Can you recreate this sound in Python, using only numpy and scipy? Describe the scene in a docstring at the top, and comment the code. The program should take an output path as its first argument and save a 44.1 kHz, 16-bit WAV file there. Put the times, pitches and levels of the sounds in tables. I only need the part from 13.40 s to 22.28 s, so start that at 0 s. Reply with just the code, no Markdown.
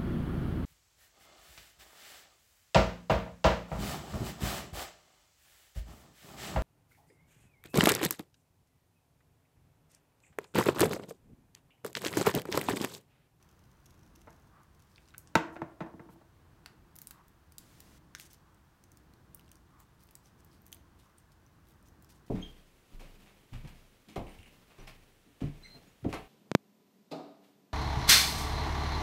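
"""In a quiet, hard-walled room lie a low rumble (filtered noise) and the regular swish of a distant appliance.
A small glue gun ticks as its stick slips (coloured bursts); it knocks and clicks faintly in handling, then lands
on a countertop and rocks to rest (decaying modes, cracks and chatter). A fringed strip of stiff paper is glued
and wound round a ball close by: it rubs (dense grains), crinkles and snaps (bursts that ring narrow resonances),
taps the ball dully and hisses while it is drawn tight (filtered noise)."""
import sys
import numpy as np
from scipy import signal
from scipy.fft import rfft, irfft, next_fast_len
from scipy.io import wavfile
from scipy.ndimage import uniform_filter1d

SR = 44100
rng = np.random.default_rng(int(sys.argv[2]) if len(sys.argv) > 2 else 0)


def wrap_up_sound(samples):
    """Save the sound to the file named by the first command line argument, as 16-bit audio."""
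    columns = np.atleast_2d(samples).T
    # keep every value between -1 and 1, then stretch to whole-number steps
    tamed = np.clip(columns, -1, 1)
    steps = np.round(tamed * 32767).astype(np.int16)
    wavfile.write(sys.argv[1], SR, steps)


N = 391608  # length in samples
TOP_HZ = 16000  # upper limit of the sound's band
SWISH_S, TURN_S = 1.185, 1.299  # the appliance: first full swish, time of one turn
CREEP_END_S = 1.1  # the trigger is let go and the glue stick stops creeping
SPOT_DB, SPOT_DETUNE = 2, .006  # spread of mode level (dB) and pitch (share) with the point of contact
RING_CARRY_DB = -8  # narrow rings are heard close by and carry little into the room

# Spectrum of the room's background: hz, level_db
ROOM_TONE_SPECTRUM = [(20, -19), (40, -5), (80, 1), (108, -5.5), (135, -2.5), (270, -12.5), (340, -8.5),
                      (520, -20), (1100, -18), (1300, -21), (1580, -21), (2200, -28.5), (4000, -32.5),
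                      (7500, -37), (16000, -38.5)]
# Reverberation time of the room: hz, t60_s
ROOM_DECAY = [(100, 0.47), (340, 0.58), (700, .48), (1500, 0.44), (3000, 0.29), (7000, 0.3), (16000, 0.15)]
# Spectrum of the room's echo: hz, level_db
ECHO_SPECTRUM = [(80, -12), (300, 0), (1200, -4.5), (2500, -1.5), (6000, -5.5), (16000, -6.5)]
# Slips of the glue stick: start_s, level_db (before the common gain)
STICK_SLIPS = [(0.0265, -47), (0.0896, -49), (0.1131, -52), (0.1274, -61), (0.192, -52), (0.2384, -52),
               (0.3067, -63), (0.3147, -50.5), (0.4584, -45), (0.4622, -42), (0.4984, -56), (0.5065, -45),
               (0.5422, -52), (0.5921, -52), (0.6115, -59), (0.6323, -51), (0.6634, -53), (0.754, -50),
               (0.7588, -40.5), (0.8088, -53), (0.816, -45.5), (0.863, -61.5), (0.9048, -47), (0.9283, -52),
               (0.9632, -59), (0.9986, -57), (1.0745, -57), (1.2326, -52.5), (1.348, -52), (1.3948, -52),
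               (1.4015, -52), (1.4217, -47)]
# Spectrum of a slip: hz, level_db
SLIP_SPECTRUM = [(800, -31), (2500, 7.5), (4500, 4), (6100, 11.5), (7500, 3), (13000, 4.5), (16000, -13)]
# Knocks of the gun, in the hand, then on the counter: start_s, level_db, contact_cutoff_hz,
# thump_db, slap_db, chatter_db, boom_db (the last four relative to the knock)
GUN_KNOCKS = [(0.8723, -27.5, 1590, -8, -38, 6.5, -43), (1.9532, 3.5, 6800, 2.5, -16.5, -8, -47),
              (1.9592, -15.5, 3514, -18, -28, 16.5, -43), (2.157, -29.5, 2500, 7, -37, 11.5, -11.5),
              (2.2165, -15.5, 1520, 8, -45, 3, -41), (2.405, -24.5, 3320, 16.5, -39, 6, -23),
              (2.411, -23, 2600, 9, -34, -10, -35), (2.421, -17, 1090, -14, -38, 0, -28),
              (2.462, -27, 1200, 4, -35, 7.5, -25), (2.537, -34, 1070, 16.5, -33, -17, -23),
              (2.594, -26, 1590, 9, -42, 0.5, -26), (2.655, -45, 700, 18.5, -27.5, -10.5, -15),
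              (2.688, -39.5, 1500, 16.5, -33, 1, -28), (2.695, -41.5, 2000, 4, -32, -1, -33),
              (2.734, -46, 600, 16.5, -28, -3, -19), (2.757, -43, 1217, 15.5, -35, -2, -22),
              (2.811, -41, 900, 4.5, -29.5, 11, -38)]
# Modes of gun and counter, before the shift by the point of contact: pitch_hz, level_db, t60_s
GUN_COUNTER_MODES = [(87.5, -11.5, 0.087), (133, -7, 0.086), (165, -4.5, 0.12), (200, -1.5, 0.057),
                     (250, -1, 0.056), (333, 1.5, 0.065), (462, -6.5, 0.12), (643, -1.5, 0.059),
                     (790, -8.5, 0.03), (893, 0.5, 0.065), (1086.7, -10.5, .04), (1328, -0.5, 0.043),
                     (1630, -3.5, 0.016), (1609, -2.5, 0.035), (1806, -4, 0.051), (1960, -2, 0.029),
                     (2110, -4.5, 0.027), (2420, -8, 0.044), (3776, -1.5, 0.019), (6400, -17.5, 0.015)]
# Spectrum of the crack of the plastic shell: hz, level_db
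CRACK_SPECTRUM = [(50, -20.5), (200, -16), (650, -0.5), (1100, 8), (1500, -13), (2100, 2.5), (3000, -2),
                  (4800, -7.5), (7000, -5.5), (9000, -11), (16000, 6.5)]
# Spectrum of loose parts chattering inside the shell: hz, level_db
CHATTER_SPECTRUM = [(100, -6.5), (330, -3.5), (600, 10), (1000, 9), (1500, 7), (2100, 5), (3000, -3.5),
                    (6000, -8), (16000, -14)]
# The two low resonances woken by the knocks: pitch_hz, level_db, t60_s
LOW_RESONANCES = [(327.5, -1, 0.65), (348, -0.5, 0.42)]
# Rubs of paper on paper and skin: start_s, length_s, level_db, rasp_centre_hz
PAPER_RUBS = [(1.374, 0.4, -79, 5040), (2.123, 0.041, -71, 6500), (2.69, 0.063, -72, 13200),
              (4.768, 0.12, -59.5, 6300), (4.892, 0.068, -64.5, 6000), (6.375, 0.073, -73, 7400),
              (6.585, 0.059, -72.5, 4800), (6.823, 0.086, -72.5, 5500), (6.974, 0.041, -72, 6000),
              (7.047, 0.15, -74, 4880), (7.571, 0.11, -72, 3180), (7.765, 0.053, -73, 8450),
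              (7.915, 0.023, -68.5, 4750), (8.25, 0.085, -72.5, 13040), (8.45, 0.05, -71, 6100),
              (8.686, 0.049, -64.5, 5360), (8.715, 0.076, -75, 6000), (8.862, 0.028, -68, 5070)]
# Spectrum of paper fibres that catch and slip: hz, level_db
FIBRE_SPECTRUM = [(600, -24), (1600, -5.5), (3000, 0), (6200, -3.5), (9000, 0.5), (13500, -3), (16000, -8)]
# Spells of faint clicks and crinkles, handling of the gun, then the bending strip:
# start_s, length_s, level_db, body_db, edge_db (levels before the scatter and the common gains)
CLICK_CRINKLE_SPELLS = [(1.504, 0.23, -58, -14, -32), (5.972, 0.2, -59, -14, -15),
                        (6.597, 0.089, -63, -24.5, -2.5), (7.595, 0.12, -65, -17, -12),
                        (8.25, 0.091, -63.5, -19, -7.5), (8.7, 0.12, -68, -19, -12)]
# Snaps of single tabs, and before them faint clicks of the gun being handled:
# start_s, level_db, body_db, edge_db, ring_hz, ring_db (level, body and edge before the common gains)
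CLICKS_AND_SNAPS = [(1.56, -52, -9, -31, 4730, 5.5), (1.581, -54.5, -2.5, -31, 2520, 1.5),
                    (1.686, -42, -17, -36, 4430, -12), (1.74, -57, -8.5, -21, 1470, 11),
                    (1.746, -64.5, 1, -24, 1370, 16), (1.7809, -30.5, -32.5, -6, 8200, -5),
                    (1.8735, -37, -24, -37, 5530, -16), (3.2603, -33.5, -11, -15.5, 4470, -1),
                    (3.5563, -45.5, -17.5, -1.5, 7100, -6), (3.563, -41, -23, 0.5, 6850, -7.5),
                    (3.5872, -33, -22.5, -9, 6720, -12), (3.6171, -32.5, -21.5, -5.5, 6720, -11),
                    (3.6714, -30.5, -25, -9, 8900, 0), (3.709, -32, -13.5, -5.5, 4360, -8),
                    (3.882, -51.5, -24, -1, 8860, -2), (4.122, -41, -23, -10, 9130, -12),
                    (4.1827, -28.5, -27.5, -7.5, 3900, 4), (4.404, -36, -20.5, -9, 6560, -11),
                    (4.7501, -28, -19, -18, 1500, 1.5), (4.786, -43, -17, -11, 3900, 1),
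                    (4.7985, -33.5, -16.5, -9, 2200, 2), (4.932, -38, -27.5, -11.5, 6540, -18),
                    (5.1456, -54.5, -28.5, -9, 8000, -5), (5.439, -40, -25, -21, 8250, -7.5),
                    (5.518, -42.5, -27.5, -12.5, 6230, -10), (5.5721, -46, -19, -8, 9000, -4.5),
                    (5.737, -52.5, -16, -14.5, 4190, 7.5), (5.9466, -38.5, -30.5, 1.5, 8830, 6.5),
                    (5.995, -52.5, -14, -6, 2940, 4.5), (6.08, -57, -17, -21, 2810, 17),
                    (6.116, -40.5, -24, -8.5, 3160, 9.5), (6.1557, -46.5, -40, -14.5, 4500, 4),
                    (6.402, -45, -15, -6.5, 7700, -6.5), (6.636, -47, -27.5, -6.5, 6950, -11),
                    (6.689, -50, -8.5, -21, 4690, -6), (6.7097, -45, -20, -5, 8100, -10),
                    (6.7535, -37.5, -21, -7.5, 8040, 4), (6.858, -50, -18, -18, 6030, 1.5),
                    (7.047, -47, -35, -4, 12000, -3), (7.115, -60.5, -11.5, -22.5, 5240, 6.5),
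                    (7.219, -60, -24, 2, 9000, -3), (7.257, -55, -28, -10.5, 8920, 0),
                    (7.2653, -43.5, -20, -4.5, 6200, -4.5), (7.28, -50, -25.5, -7, 9100, 0),
                    (7.319, -44, -26, -4, 8040, -2), (7.3276, -31, -26.5, -10, 3210, 10.5),
                    (7.346, -48, -32.5, 1, 9140, 8), (7.368, -57, -7, -14, 6000, 0),
                    (7.783, -49, -24.5, -9.5, 9100, 5.5), (7.794, -63, -25, -9.5, 9140, 1),
                    (8.0642, -57, -30, -13, 6030, 4.5), (8.287, -54.5, -21.5, -6, 4200, -1),
                    (8.427, -55, -27, -8.5, 9000, -0.5), (8.485, -52, -24, -10.5, 6100, 6),
                    (8.624, -48, -38.5, -3.5, 9000, -0.5), (8.646, -46, -21, -10.5, 5440, -12)]
# Modes of a click or snap: ratio (multiple of its ring pitch), level_db
CLICK_SNAP_MODES = [(1, 8.5), (1.37, -12), (1.95, -4), (2.7, -6)]
# Level of the hiss while the strip is drawn tight: time_s, level_db
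HISS_ENVELOPE = [(4.17, -110), (4.19, -64), (4.581, -62.5), (4.60, -110)]
# Spectrum of that hiss: hz, level_db
HISS_SPECTRUM = [(100, 12.5), (300, 11), (700, 0), (2000, -2), (6000, -4.5), (10000, -6.5), (16000, -11.5)]


def undb(db):
    """Decibel law: level to amplitude ratio."""
    return 10 ** (np.asarray(db) / 20)


def unit(x):
    """Normalisation to an rms of 1."""
    return x / np.sqrt(np.mean(x ** 2))


def at(points, hz):
    """Interpolation of (hz, value) points on a logarithmic frequency axis."""
    f, v = np.transpose(points)
    return np.interp(np.log(np.maximum(hz, 1)), np.log(f), v)


def colour(x, points):
    """Minimum-phase filtering by a folded cepstrum, with the given (hz, level_db) response."""
    size = next_fast_len(2 * len(x))
    gain = undb(at(points, np.fft.rfftfreq(size, 1 / SR)))
    cepstrum = irfft(np.log(gain), size)
    cepstrum[1:size // 2] *= 2
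    cepstrum[size // 2 + 1:] = 0
    response = np.exp(rfft(cepstrum))
    return irfft(rfft(x, size) * response, size)[:len(x)]


def lowpass(x, hz, order=2):
    """Butterworth low-pass: a gentle loss of treble."""
    return signal.sosfilt(signal.butter(order, min(hz, SR / 2 - 1), fs=SR, output="sos"), x)


def resonate(x, hz, width_hz):
    """A single resonance, with gain 1 at its centre."""
    return signal.lfilter(*signal.iirpeak(hz, hz / width_hz, fs=SR), x)


def fade(t, t60):
    """Exponential decay that loses 60 dB in t60 seconds."""
    return np.exp(-np.log(1000) * t / t60)


def burst(t60, size=2048):
    """Impulsive excitation: a dying cluster of tiny impulses, with unit energy."""
    x = np.sign(rng.standard_normal(size)) * fade(np.arange(size) / SR, t60)
    return x / np.linalg.norm(x)


def rattle(t60, rate, size=2048):
    """Repeated contact: a dying train of separate, uneven impulses, with unit energy."""
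    contacts = rng.random(size) < rate / SR
    x = rng.standard_normal(size) * contacts * fade(np.arange(size) / SR, t60)
    return x / (np.linalg.norm(x) + np.finfo(float).eps)


def walk(rate):
    """Slow random modulation: chance levels, rate per second, smoothed twice."""
    k = int(SR / rate)
    levels = np.repeat(rng.standard_normal(N // k + 1), k)
    return unit(uniform_filter1d(uniform_filter1d(levels, k), k)[:N])


def add(out, s, x):
    """Superposition of x on out from time s, row by row."""
    i = max(int(s * SR), 0)
    out[..., i:i + x.shape[-1]] += x[..., :max(N - i, 0)]


def room(x, onset_s=0.0022):
    """Diffuse reverberation from hard walls: noise bands, each decaying at its own rate."""
    size = SR // 2
    t, hz = np.arange(size) / SR, np.fft.rfftfreq(size, 1 / SR)
    noise = rfft(rng.standard_normal(size))
    edges = np.geomspace(40, SR / 2, 14)
    tail = np.zeros(size)
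    for lo, hi in zip(edges, edges[1:]):
        band = irfft(noise * ((hz >= lo) & (hz < hi)), size)
        tail += band * fade(t, at(ROOM_DECAY, np.sqrt(lo * hi)))
    tail = colour(tail * (1 - np.exp(-(t / onset_s) ** 2)), ECHO_SPECTRUM)
    return signal.fftconvolve(x, tail / np.linalg.norm(tail))[:len(x)]


def room_tone(db=-62, split_hz=1200, flicker_db=0.5, rumble_db=.5, swell_db=1.26, lag_s=0.83,
              drone_hz=260, drone_width_hz=220, drone_swell_db=1.5):
    """Amplitude modulation: a rumble swells once a turn, most in its low drone, under a steady faint hiss."""
    turn = np.cos(2 * np.pi * (np.arange(N) / SR - SWISH_S - lag_s) / TURN_S)
    air = unit(colour(rng.standard_normal(N), ROOM_TONE_SPECTRUM))
    air = air + (undb(drone_swell_db * turn) - 1) * resonate(air, drone_hz, drone_width_hz)
    rumble = lowpass(air, split_hz, order=1)
    rumble_gain = undb(rumble_db + swell_db * turn + flicker_db * walk(14))
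    return undb(db) * (air + rumble * (rumble_gain - 1))


def stray_fibres(rate=14, db=-55):
    """Isolated stick-slip: single fibres tick at random moments all the while the paper is held."""
    out = np.zeros(N)
    for when, size in rng.random((int(rate * N / SR), 2)):
        add(out, when * N / SR, undb(db) * size ** 2 * colour(burst(.008), FIBRE_SPECTRUM))
    return out


def feed_ticks(gain_db=2, t60=0.016, ring_db=-6, ring_t60=0.021,
               creep_db=-57, creep_spread_db=10, count=60):
    """Stick-slip friction: the glue stick jerks with sharp ticks and creeps with a fine crackle."""
    out = np.zeros(N)
    creeps = []
    for when, size in rng.random((count, 2)):
        creeps.append((CREEP_END_S * when, creep_db - creep_spread_db * size))
    for s, db in list(STICK_SLIPS) + creeps:
        tick = burst(t60) + undb(ring_db) * burst(ring_t60)
        add(out, s, undb(db + gain_db) * colour(tick, SLIP_SPECTRUM))
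    return out


def slap(t, hz=1520, rise_s=0.0012):
    """Heavily damped oscillation: the hollow side of the gun swings a few times as it lands."""
    swell = (t / rise_s) ** 2 * np.exp(2 * (1 - t / rise_s))
    return swell * np.sin(2 * np.pi * hz * t)


def gun_ring(t):
    """Modal superposition: each point of contact favours and shifts other modes."""
    spot, bend = rng.standard_normal((2, len(GUN_COUNTER_MODES)))
    ring = np.zeros(len(t))
    for k, (hz, db, t60) in enumerate(GUN_COUNTER_MODES):
        gain = (-1) ** k * undb(db + SPOT_DB * spot[k])
        ring += gain * np.sin(2 * np.pi * hz * (1 + SPOT_DETUNE * bend[k]) * t) * fade(t, t60)
    return ring


def gun_knocks(ring_db=-25, crack_db=5, crack_t60=0.016, chatter_t60=0.075, thump_hz=300,
               give_s=0.00096, leak_db=-17, edge_hz=6500, wet_db=-8.5, crack_carry_db=-8.0):
    """Impact: a softer contact leaves mostly the low modes; each knock has its own smooth echo."""
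    out, t = np.zeros(N), np.arange(SR // 2) / SR
    give = 1 - np.exp(-t / give_s)  # the shell yields for a moment before it takes the load
    far_crack = colour(signal.unit_impulse(len(t)), CRACK_SPECTRUM)
    far_chatter = colour(signal.unit_impulse(len(t)), CHATTER_SPECTRUM)
    for s, db, contact_hz, thump_db, slap_db, chatter_db, _ in GUN_KNOCKS:
        crack = colour(burst(crack_t60, size=len(t)), CRACK_SPECTRUM)
        chatter = colour(rattle(chatter_t60, rate=2300, size=len(t)), CHATTER_SPECTRUM)
        tone = undb(slap_db) * slap(t) + give * undb(ring_db) * gun_ring(t)
        close = tone + give * (undb(crack_db) * crack + undb(chatter_db) * chatter)
        far = undb(RING_CARRY_DB) * tone
        far = far + undb(crack_db + crack_carry_db) * far_crack + undb(chatter_db) * far_chatter
        blow = close + undb(wet_db) * room(far)
        blow = blow + (undb(thump_db) - 1) * lowpass(blow, thump_hz, order=1)
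        # a little of the treble leaks past the soft contact
        blow = lowpass(blow, contact_hz) + undb(leak_db) * lowpass(blow, edge_hz)
        add(out, s, undb(db) * blow)
    return out


def boom(build_s=0.01):
    """Beating: the knocks wake two close, low resonances that interfere as they die away."""
    out, t = np.zeros(N), np.arange(SR) / SR
    ring = sum(undb(db) * np.sin(2 * np.pi * hz * t) * fade(t, t60) for hz, db, t60 in LOW_RESONANCES)
    ring = (1 - np.exp(-t / build_s)) * ring
    for s, db, *_, boom_db in GUN_KNOCKS:
        add(out, s, undb(db + boom_db) * ring)
    return out


def appliance(hz=1115, width_hz=250, swish_s=0.047, db=-65.0, fall_db_per_s=0.5, uneven_db=1.7):
    """Periodic noise through one resonance: a swish each turn, every other one weaker, slowly fading."""
    t = np.arange(N) / SR
    off = (t - SWISH_S + TURN_S / 2) % TURN_S - TURN_S / 2  # time from the nearest swish
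    tone = unit(resonate(lowpass(rng.standard_normal(N), 1800), hz, width_hz))
    alternation = np.cos(np.pi * (t - SWISH_S) / TURN_S)
    level = undb(db - fall_db_per_s * t + uneven_db * alternation)
    return tone * np.exp(-.5 * (off / swish_s) ** 2) * level


def paper_rubs(grain_db=1.5, grain_rate=3000, rasp_db=2, rasp_width_hz=1400, catch_db=3.0):
    """Friction noise: fibres catch and slip in dense grains, and each rub has its own rasp."""
    out = np.zeros(N)
    sizes = rng.standard_normal(N) * undb(grain_db * np.minimum(rng.exponential(size=N), 4))
    slips = sizes * (rng.random(N) < grain_rate / SR)
    grains = colour(slips, FIBRE_SPECTRUM) * undb(catch_db * walk(90))
    for s, length, db, hz in PAPER_RUBS:
        rub = grains[int(s * SR):int((s + length) * SR)]
        rub = unit(rub + undb(rasp_db) * resonate(rub, hz, rasp_width_hz))
        add(out, s, undb(db) * rub * signal.windows.tukey(len(rub), .5))
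    return out


def click_or_snap(db, body_db, edge_db, ring_hz, ring_db, gain_db=6.0, tick_t60=0.004, tick_db=-1,
                  snap_t60=0.01, flutter_t60=0.062, flutter_db=-7, flutter_hz=5000, body_gain_db=17,
                  edge_gain_db=11, ring_width_hz=380, crackle_t60=0.083, crackle_db=-8):
    """Impulse-excited resonance: a sharp tick rings narrow modes, with a dying flutter and crackle:
    rows (close by, into the room)."""
    body, edge = body_db + body_gain_db, edge_db + edge_gain_db
    spectrum = [(200, body - 11), (900, body - 9), (1500, body + 1), (3200, body - 1),
                (6000, 0), (8500, 0.0088), (13000, edge), (16000, edge - 1)]  # hz, level_db
    snap = undb(tick_db) * burst(tick_t60) + burst(snap_t60)
    snap = snap + undb(crackle_db) * rattle(crackle_t60, rate=1000)
    flutter = undb(flutter_db) * lowpass(rattle(flutter_t60, rate=1500), flutter_hz, order=1)
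    ring = sum(undb(mode_db) * resonate(snap, ring_hz * ratio, ring_width_hz)
               for ratio, mode_db in CLICK_SNAP_MODES if ring_hz * ratio < TOP_HZ)
    rows = []
    for carry_db in (0, RING_CARRY_DB):
        rows.append(colour(snap + undb(ring_db + carry_db) * ring + flutter, spectrum))
    return undb(db + gain_db) * np.array(rows)


def clicks_and_crinkles(scatter_db=7, low_hz=2700, high_hz=6500, ring_db=6, count=7):
    """Successive random impulses: spells of faint clicks of the handled gun, then crinkles of the
    bending strip: rows (close by, into the room)."""
    out = np.zeros((2, N))
    for s, length, db, body_db, edge_db in CLICK_CRINKLE_SPELLS:
        for k, (when, size, pitch) in enumerate(rng.random(size=(count, 3))):
            level_db = db + scatter_db * (size - .5)
            ring_hz = low_hz + pitch * (high_hz - low_hz)
            snap = click_or_snap(level_db, body_db, edge_db, ring_hz, ring_db)
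            add(out, s + length * (k + when) / count, snap)
    return out


def clicks_and_snaps():
    """Sudden release: faint clicks of the gun being handled, then clear snaps of single paper tabs:
    rows (close by, into the room)."""
    out = np.zeros((2, N))
    for s, *snap in CLICKS_AND_SNAPS:
        add(out, s, click_or_snap(*snap))
    return out


def ball_tap(s=3.2603, db=-21, hz=600, width_hz=800, t60=0.024):
    """Damped impact: the strip comes taut against the ball with a dull tap."""
    out = np.zeros(N)
    tap = resonate(resonate(burst(t60), hz, width_hz), hz, width_hz)
    add(out, s, undb(db) * tap)
    return out


def hiss():
    """Broadband friction noise: an even hiss of the tight strip that stops abruptly."""
    level_db = np.interp(np.arange(N) / SR, *np.transpose(HISS_ENVELOPE))
    return unit(colour(rng.standard_normal(N), HISS_SPECTRUM)) * undb(level_db)


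def scene(handling_wet_db=-10):
    """Superposition of direct sound, echo and the background of the room."""
    # glue ticks, fibres, rubs and the tap feed both rows alike
    both = feed_ticks() + stray_fibres() + paper_rubs() + ball_tap()
    close, far = clicks_and_crinkles() + clicks_and_snaps() + both
    handling = close + undb(handling_wet_db) * room(far)
    return (room_tone() + gun_knocks() + boom() + appliance() + handling + hiss())[None]


def record(dry):
    """Linear filtering of the tone: one treble band is lifted, a low and a high band are hollowed,
    and the top is cut."""
    for hz, width_hz, db in [(384, 76, -6.0), (6095, 280, 1.5), (10400, 630, -2.5)]:
        dry = dry + (undb(db) - 1) * resonate(dry, hz, width_hz)
    return signal.sosfilt(signal.ellip(10, .2, 70, TOP_HZ, fs=SR, output="sos"), dry)


dry = scene()
out = record(dry)
wrap_up_sound(out)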